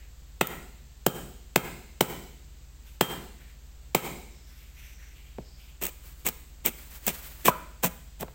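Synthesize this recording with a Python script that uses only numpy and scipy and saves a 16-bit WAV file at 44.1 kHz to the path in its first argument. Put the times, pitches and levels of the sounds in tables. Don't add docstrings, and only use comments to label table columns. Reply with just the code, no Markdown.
import sys
import numpy as np
from scipy import signal
from scipy.fft import rfft, irfft
from scipy.io import wavfile
from scipy.ndimage import uniform_filter1d, minimum_filter1d

SR = 44100
rng = np.random.default_rng(int(sys.argv[2]) if len(sys.argv) > 2 else 0)


def log_audio(samples):
    frames = np.atleast_2d(samples).T
    limited = np.clip(frames, -1, 1)
    pcm = np.round(limited * 32767).astype(np.int16)
    wavfile.write(sys.argv[1], SR, pcm)


N = 367794
TIME = np.arange(N) / SR


def from_db(db):
    return 10 ** (np.asarray(db) / 20)


def rms_one(x):
    return x / np.sqrt(np.mean(x ** 2) + 1e-20)


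def at_hz(points, hz, axis=1):
    table = np.array(points)
    return np.interp(np.log(hz + 1e-9), np.log(table[:, 0]), table[:, axis])


def filtered(x, order, hz, kind):
    return signal.sosfilt(signal.butter(order, hz, kind, fs=SR, output="sos"), x)


def resonance(x, hz, q):
    return signal.lfilter(*signal.iirpeak(hz, q, fs=SR), x)


def colour(x, spectrum, size=4096):
    log_gain = np.log(from_db(at_hz(spectrum, np.fft.rfftfreq(size, 1 / SR))))
    cepstrum = irfft(log_gain)
    cepstrum[1:size // 2] *= 2
    cepstrum[size // 2 + 1:] = 0
    response = irfft(np.exp(rfft(cepstrum)))
    return signal.oaconvolve(x, response / np.linalg.norm(response))[:N]


def drift(rate):
    knots = rng.standard_normal(4000)
    return np.interp(TIME * rate, np.arange(len(knots)), knots)


def contacts(rows):
    out, age = np.zeros(N), np.arange(SR // 50) / SR
    for s, db, hz in rows:
        pulse = age * np.exp(-2 * np.pi * hz * age)
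        at = round(s * SR)
        out[at:at + len(age)] += (from_db(db) * pulse / pulse.sum())[:N - at]
    return out


def ring(force, modes):
    out = np.zeros(N)
    for k, (hz, db, t60) in enumerate(modes):
        radius = from_db(-60 / (t60 * SR))
        angle = 2 * np.pi * hz / SR
        poles = [1, -2 * radius * np.cos(angle), radius * radius]
        out += (-1) ** k * from_db(db) * signal.lfilter([.5, 0, -.5], poles, force + 1e-18)
    return out


def grains(per_s, spread_db):
    heights = from_db(spread_db * np.minimum(rng.exponential(1, N), 4))
    clicks = heights * rng.choice([-1, 1], N)
    return rms_one(clicks * (rng.random(N) < per_s / SR))


def swell(s, rise_s, fall_s):
    return np.exp(np.maximum(np.minimum((TIME - s) / rise_s, (s - TIME) / fall_s), -40))


def stroke(s, length, attack_s, release_s, sag_db_per_s):
    held = np.clip(TIME - s, 0, length)
    early, late = np.maximum(0, s - TIME), np.maximum(0, TIME - s - length)
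    return from_db(-sag_db_per_s * held) * np.exp(-(early / attack_s) ** 2 - (late / release_s) ** 2)


def noise_band(centre_hz, width_hz):
    band = [centre_hz - width_hz / 2, centre_hz + width_hz / 2]
    return rms_one(filtered(rng.standard_normal(N), 2, band, "band"))


# frequency in Hz, level in dB rms.
HUM = [(50.8, -49.5), (68.8, -54)]
# frequency in Hz, relative density in dB.
RUMBLE = [(15, -6), (30, 0), (52, -3), (85, -11.5), (140, -5.5), (220, -41.5), (600, -65.5)]
# frequency in Hz, relative density in dB.
AIR = [(60, -21.5), (140, -6), (250, -10), (450, -16), (1100, -20), (2500, -20), (4600, -20), (5600, -23.5),
       (7600, -17), (8300, -20), (9200, -36), (12000, -29.5), (15000, -23)]


def background(rumble_db=-56, air_db=-59):
    hum = np.zeros(N)
    for hz, db in HUM:
        cycles = hz * TIME + rng.random() + 0.034 * drift(rate=2.6)
        hum += np.sqrt(2) * from_db(db) * np.sin(2 * np.pi * cycles)
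    rumble = from_db(rumble_db) * colour(rng.standard_normal(N), RUMBLE)
    return hum + rumble + from_db(air_db) * colour(rng.standard_normal(N), AIR)


# frequency in Hz, relative level in dB, t60 in seconds.
ROOM = [(138, -12, 0.69), (334, -9, 0.62), (515, -13.5, 0.55), (833, -15, 0.66), (1186, -11, 0.44),
        (1627, -8.5, 0.65), (2450, -18, 0.78), (4500, -17.5, 1), (7640, -17.5, 0.87), (14370, -17.5, .65)]


def kitchen(x, build_s=0.0013, count=14):
    age = TIME[:SR]
    edges = np.geomspace(80, 17000, count + 1)
    spectrum, bins, tail = rfft(rng.standard_normal(SR)), np.arange(SR // 2 + 1), 0
    for low, high in zip(edges, edges[1:]):
        hz = np.sqrt(low * high)
        decay = from_db(-60 * age / at_hz(ROOM, hz, axis=2))
        band = irfft(spectrum * (bins >= low) * (bins < high), SR)
        tail = tail + from_db(at_hz(ROOM, hz)) * band * decay / np.linalg.norm(decay)
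    return signal.oaconvolve(x, tail * (1 - np.exp(-age / build_s)))[:N]


def scattered(x, split_hz=4300, size=900):
    low, high = filtered(x, 2, split_hz, "low"), filtered(x, 2, split_hz, "high")
    power = signal.oaconvolve(high ** 2, np.ones(size) / size)[:N]
    splash = filtered(colour(rng.standard_normal(N), CRUSH), 2, split_hz, "high")
    return low + np.sqrt(np.abs(power)) * rms_one(splash)


def near_echoes(x):
    echoes = [(.0055, -18.5), (.0172, -19.5)]
    return sum(from_db(db) * np.interp(TIME - delay, TIME, x) for delay, db in echoes)


# start in seconds,
# length in seconds, relative resonance level in dB, its centre in Hz, relative broad hiss level in dB.
RUSTLES = [(0.01, 0.023, -58.5, 2220, -68), (2.882, 0.049, -62, 2580, -57), (3.418, .08, -55.5, 2130, -61),
           (4.503, 0.054, -61, 1940, -57.5), (4.607, 0.076, -57.5, 2500, -57),
           (4.785, 0.12, -50.5, 2380, -51.5), (5.014, 0.094, -53.5, 2090, -60),
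           (5.18, 0.26, -55.5, 2610, -60.5), (5.61, 0.1, -56.5, 2800, -57)]
# frequency in Hz, relative density in dB.
RUSTLE_COLOUR = [(600, -26.5), (1500, -10), (2300, -34), (3400, -7), (4600, -17), (9500, -16), (13000, -17),
                 (14500, -2), (16000, -28)]
# start in seconds, length in seconds, relative level in dB, centre in Hz.
SWISHES = [(2.87, 0.064, -71, 6030), (4.362, .24, -63.5, 5370), (4.803, .28, -60.5, 5950),
           (5.467, 0.14, -60, 4950)]


def handling(broad_db=-5, rustle_db=-4, swish_db=-4, uneven_db=1.5):
    broad, out = colour(rng.standard_normal(N), RUSTLE_COLOUR), np.zeros(N)
    for s, length, db, hz, hiss_db in RUSTLES:
        rustle = from_db(db + rustle_db) * noise_band(hz, width_hz=1050)
        rustle += from_db(hiss_db + broad_db) * broad
        out += rustle * stroke(s, length, attack_s=0.033, release_s=0.052, sag_db_per_s=37)
    for s, length, db, hz in SWISHES:
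        swish = from_db(db + swish_db) * noise_band(hz, width_hz=830)
        out += swish * stroke(s, length, attack_s=.05, release_s=.07, sag_db_per_s=0)
    return out * from_db(uneven_db * drift(rate=60))


# start in seconds, length in seconds, level in dB.
SLIDES = [(6.06, 0.2, -54), (6.822, 0.27, -46.5), (7.12, 0.17, -45)]
# frequency in Hz, relative density in dB.
SLIDE = [(200, 12), (700, 10), (2000, 12.4), (3200, 9.9), (5500, 6.2), (8000, 10.7), (9500, 5.5),
         (12500, 9.1), (14700, 16.3), (16000, 14.4)]


def slides(uneven_db=2.8):
    sliding = np.zeros(N)
    for s, length, db in SLIDES:
        sliding += from_db(db) * stroke(s, length, attack_s=0.063, release_s=0.24, sag_db_per_s=19.5)
    sliding = sliding * from_db(uneven_db * drift(rate=47))
    return colour(grains(per_s=21000, spread_db=0.5) * sliding, SLIDE)


# frequency in Hz, relative level in dB, undamped t60 in seconds.
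BLOCK = [(134.4, -18, 0.11), (168.5, -16, 0.079), (238.4, -6.5, 0.0097), (334.4, -10, 0.035),
         (444, -11.5, 0.013), (648, -7.5, 0.037), (903, -9.5, 0.0093), (1196, -8.5, 0.0088),
         (2536, -12, 0.011)]


def block(force, modes, push_db, push_hz):
    push = filtered(force, 2, push_hz, "high")
    return from_db(push_db) * push + ring(force, modes)


# start in seconds, length in seconds, crunch level in dB,
# slope of the crunch in dB per cut length (below zero it fades), relative push on the block in dB.
CUTS = [(5.821, 0.065, -28.5, -8.5, -40), (6.258, 0.027, -29, 2, -12), (6.655, 0.027, -25.5, -2.5, -17.5),
        (7.074, 0.027, -24.5, -7.5, -8.5), (7.455, 0.031, -23, 1.5, -13), (7.838, 0.033, -20, -14, -3.5),
        (8.203, 0.022, -39.5, -2.5, 5)]
# time in seconds, level in dB.
SNAPS = [(0.4716, -13), (5.822, -35), (5.837, -17), (5.854, -20), (5.8668, -17.5), (6.266, -13),
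         (6.2753, -17), (6.288, -18), (6.6607, -10.5), (7.0676, -13.5), (7.0802, -11.5), (7.4557, -23.5),
         (7.844, -13), (7.86, -19), (8.2094, -23)]
# frequency in Hz, relative density in dB.
CRUNCH = [(70, -26), (180, 10), (500, 4), (1400, -4), (1900, -2.5), (2400, 3.5), (3500, -2.5),
          (4600, -11.5), (8000, 0), (9500, -7.5), (12500, -7), (14500, 5), (16000, -1)]
# frequency in Hz, relative density in dB.
SNAP = [(100, -43), (600, -10), (2400, -5), (4600, -9.5), (8000, 3), (10000, -14.5), (12500, -1),
        (15000, 9.5), (16000, 6.5)]


def cuts(push_db=-15, push_hz=450, bite_s=0.0035, attack_s=0.0086, release_s=0.011):
    tearing, pushing = np.zeros(N), np.zeros(N)
    for s, length, db, slope, push in CUTS:
        cut = from_db(db) * stroke(s + bite_s, length - bite_s, attack_s, release_s, -slope / length)
        tearing += cut
        pushing += cut * from_db(push)
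    snapping = sum(from_db(db) * swell(s, rise_s=0.00087, fall_s=0.0017) for s, db in SNAPS)
    cells = grains(per_s=6800, spread_db=3.0)
    clumps = from_db(2.5 * drift(rate=300))
    force = filtered(cells * pushing, 1, push_hz, "low")
    crunch = colour(cells * clumps * tearing, CRUNCH)
    snaps = colour(rng.standard_normal(N) * snapping, SNAP)
    return crunch + snaps + from_db(push_db) * ring(force, BLOCK)


# time in seconds, relative force in dB, contact cut-off in Hz,
# edge ring in dB relative to that force.
KNOCKS = [(5.3850, -8.5, 296, -26), (5.8261, -20, 500, -10), (7.0771, -13, 596, -13), (7.4819, 0, 880, -4),
          (7.8371, -11, 880, -11), (7.843, -13, 696, -7), (8.2205, -27, 820, -15),
          (8.2296, -14.5, 875, -20), (8.282, -33, 1200, -15)]
# frequency in Hz, relative level in dB, t60 in seconds.
BLADE_EDGE = [(995, 5, 0.051), (1130, 6, 0.017), (1380, -25, 0.025), (1590, -5.5, 0.027),
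              (2320, 3.5, 0.021)]


def knocks(low_cut_hz=130, wood_db=3, push_db=21, push_hz=200, bedded_t60_s=0.074,
           bloom_db=41, bloom_hz=1150, bloom_q=2.3, ring_room_db=-7):
    force = contacts([(s, db + wood_db, hz) for s, db, hz, edge in KNOCKS])
    force = filtered(force, 2, low_cut_hz, "high")
    damped = [(hz, db, 1 / (1 / t60 + 1 / bedded_t60_s)) for hz, db, t60 in BLOCK]
    wood = block(force, damped, push_db, push_hz)
    jolt = contacts([(s, db + edge, hz) for s, db, hz, edge in KNOCKS])
    steel = -ring(jolt, BLADE_EDGE)
    bloom = from_db(bloom_db) * resonance(jolt, bloom_hz, bloom_q)
    return wood + steel, wood + from_db(ring_room_db) * steel - bloom


# time in seconds, force in dB, contact cut-off in Hz, relative crush in dB,
# wet squelch in dB, blade main note in dB, other blade modes in dB, clack gain in dB.
SLAPS = [(0.4126, -1, 940, 1.5, -28.5, -5, 10, 1), (1.066, 2.5, 700, 6, -29, -5, -27.5, -11),
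         (1.5613, 1, 765, 7, -31, -5.5, -16.5, -5), (2.0102, 2, 860, 7.5, -23.5, -19, -17.5, -7),
         (3.0114, 3.5, 890, 6, -19.5, 9, -15, -3.5), (3.9500, 4, 990, 9.5, -18, -1, -19.5, -3)]
# frequency in Hz, relative density in dB.
CRUSH = [(70, -42), (200, -10.5), (700, -3.5), (1600, 3.5), (2600, 5.5), (3600, -1.5), (4600, -6.5),
         (6200, -7), (8100, 0.5), (10000, -12), (12500, -7), (15000, 3.5), (16000, 1.5)]
# frequency in Hz, relative level in dB, t60 in seconds.
BLADE_NOTE = [(3177, -27, .3)]
# frequency in Hz,
# relative level in dB, t60 in seconds.
BLADE_OTHER_MODES = [(1910, -47, 0.553), (2100, -39, 0.21), (2596, -21, 0.025), (2910, -45, 0.26),
                     (3620, -41, 0.22)]


def slaps(lead_s=0.0013, gap_s=0.00434, crush_db=-8.0, clack_hz=2100, clack_q=1.13, ring_room_db=-7):
    force = contacts([row[:3] for row in SLAPS])
    bursting, clack, note, other_modes = np.zeros(N), np.ones(N), [], []
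    for s, db, hz, crush, wet, note_db, other_db, clack_db in SLAPS:
        closing = TIME > s - gap_s
        bursting += from_db(crush + crush_db) * swell(s - lead_s, rise_s=0.00063, fall_s=0.003) * closing
        bursting += from_db(wet) * swell(s, rise_s=.0005, fall_s=0.042)
        clack[closing] = from_db(clack_db)
        note.append((s, note_db, 9000))
        other_modes.append((s, other_db, 9000))
    steel = ring(contacts(note), BLADE_NOTE) + ring(contacts(other_modes), BLADE_OTHER_MODES)
    cells = grains(per_s=32000, spread_db=-1.0) * bursting
    blow = block(force, BLOCK, push_db=32.5, push_hz=220) + colour(cells, CRUSH)
    blow = blow + (clack - 1) * resonance(blow, clack_hz, clack_q)
    return blow + steel, blow + from_db(ring_room_db) * steel


def scene(cut_room_db=-1, knock_low_hz=350):
    (slap, slap_out), (knock, knock_out), cut = slaps(), knocks(), cuts()
    work = slap + knock + cut
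    knock_out = filtered(knock_out, 1, knock_low_hz, "high")
    thrown = slap_out + knock_out + from_db(cut_room_db) * cut
    mono = work + near_echoes(work) + kitchen(scattered(thrown)) + slides() + handling() + background()
    return np.array([mono, mono])


def record(dry, ceiling_db=-1.47, hold_s=0.064, release_db_per_s=330, cutoff_hz=15900):
    over = np.maximum(0, 20 * np.log10(np.abs(dry[0]) + 1e-9) - ceiling_db)
    half = int(hold_s * SR / 2)
    held = -minimum_filter1d(-over, 2 * half + 1, origin=half)
    released = np.maximum.accumulate(held + release_db_per_s * TIME) - release_db_per_s * TIME
    duck = uniform_filter1d(-minimum_filter1d(-released, size=400), size=400)
    top_cut = signal.ellip(10, .1, 80, cutoff_hz, fs=SR, output="sos")
    return signal.sosfilt(top_cut, dry * from_db(-duck))


dry = scene()
out = record(dry)
log_audio(out)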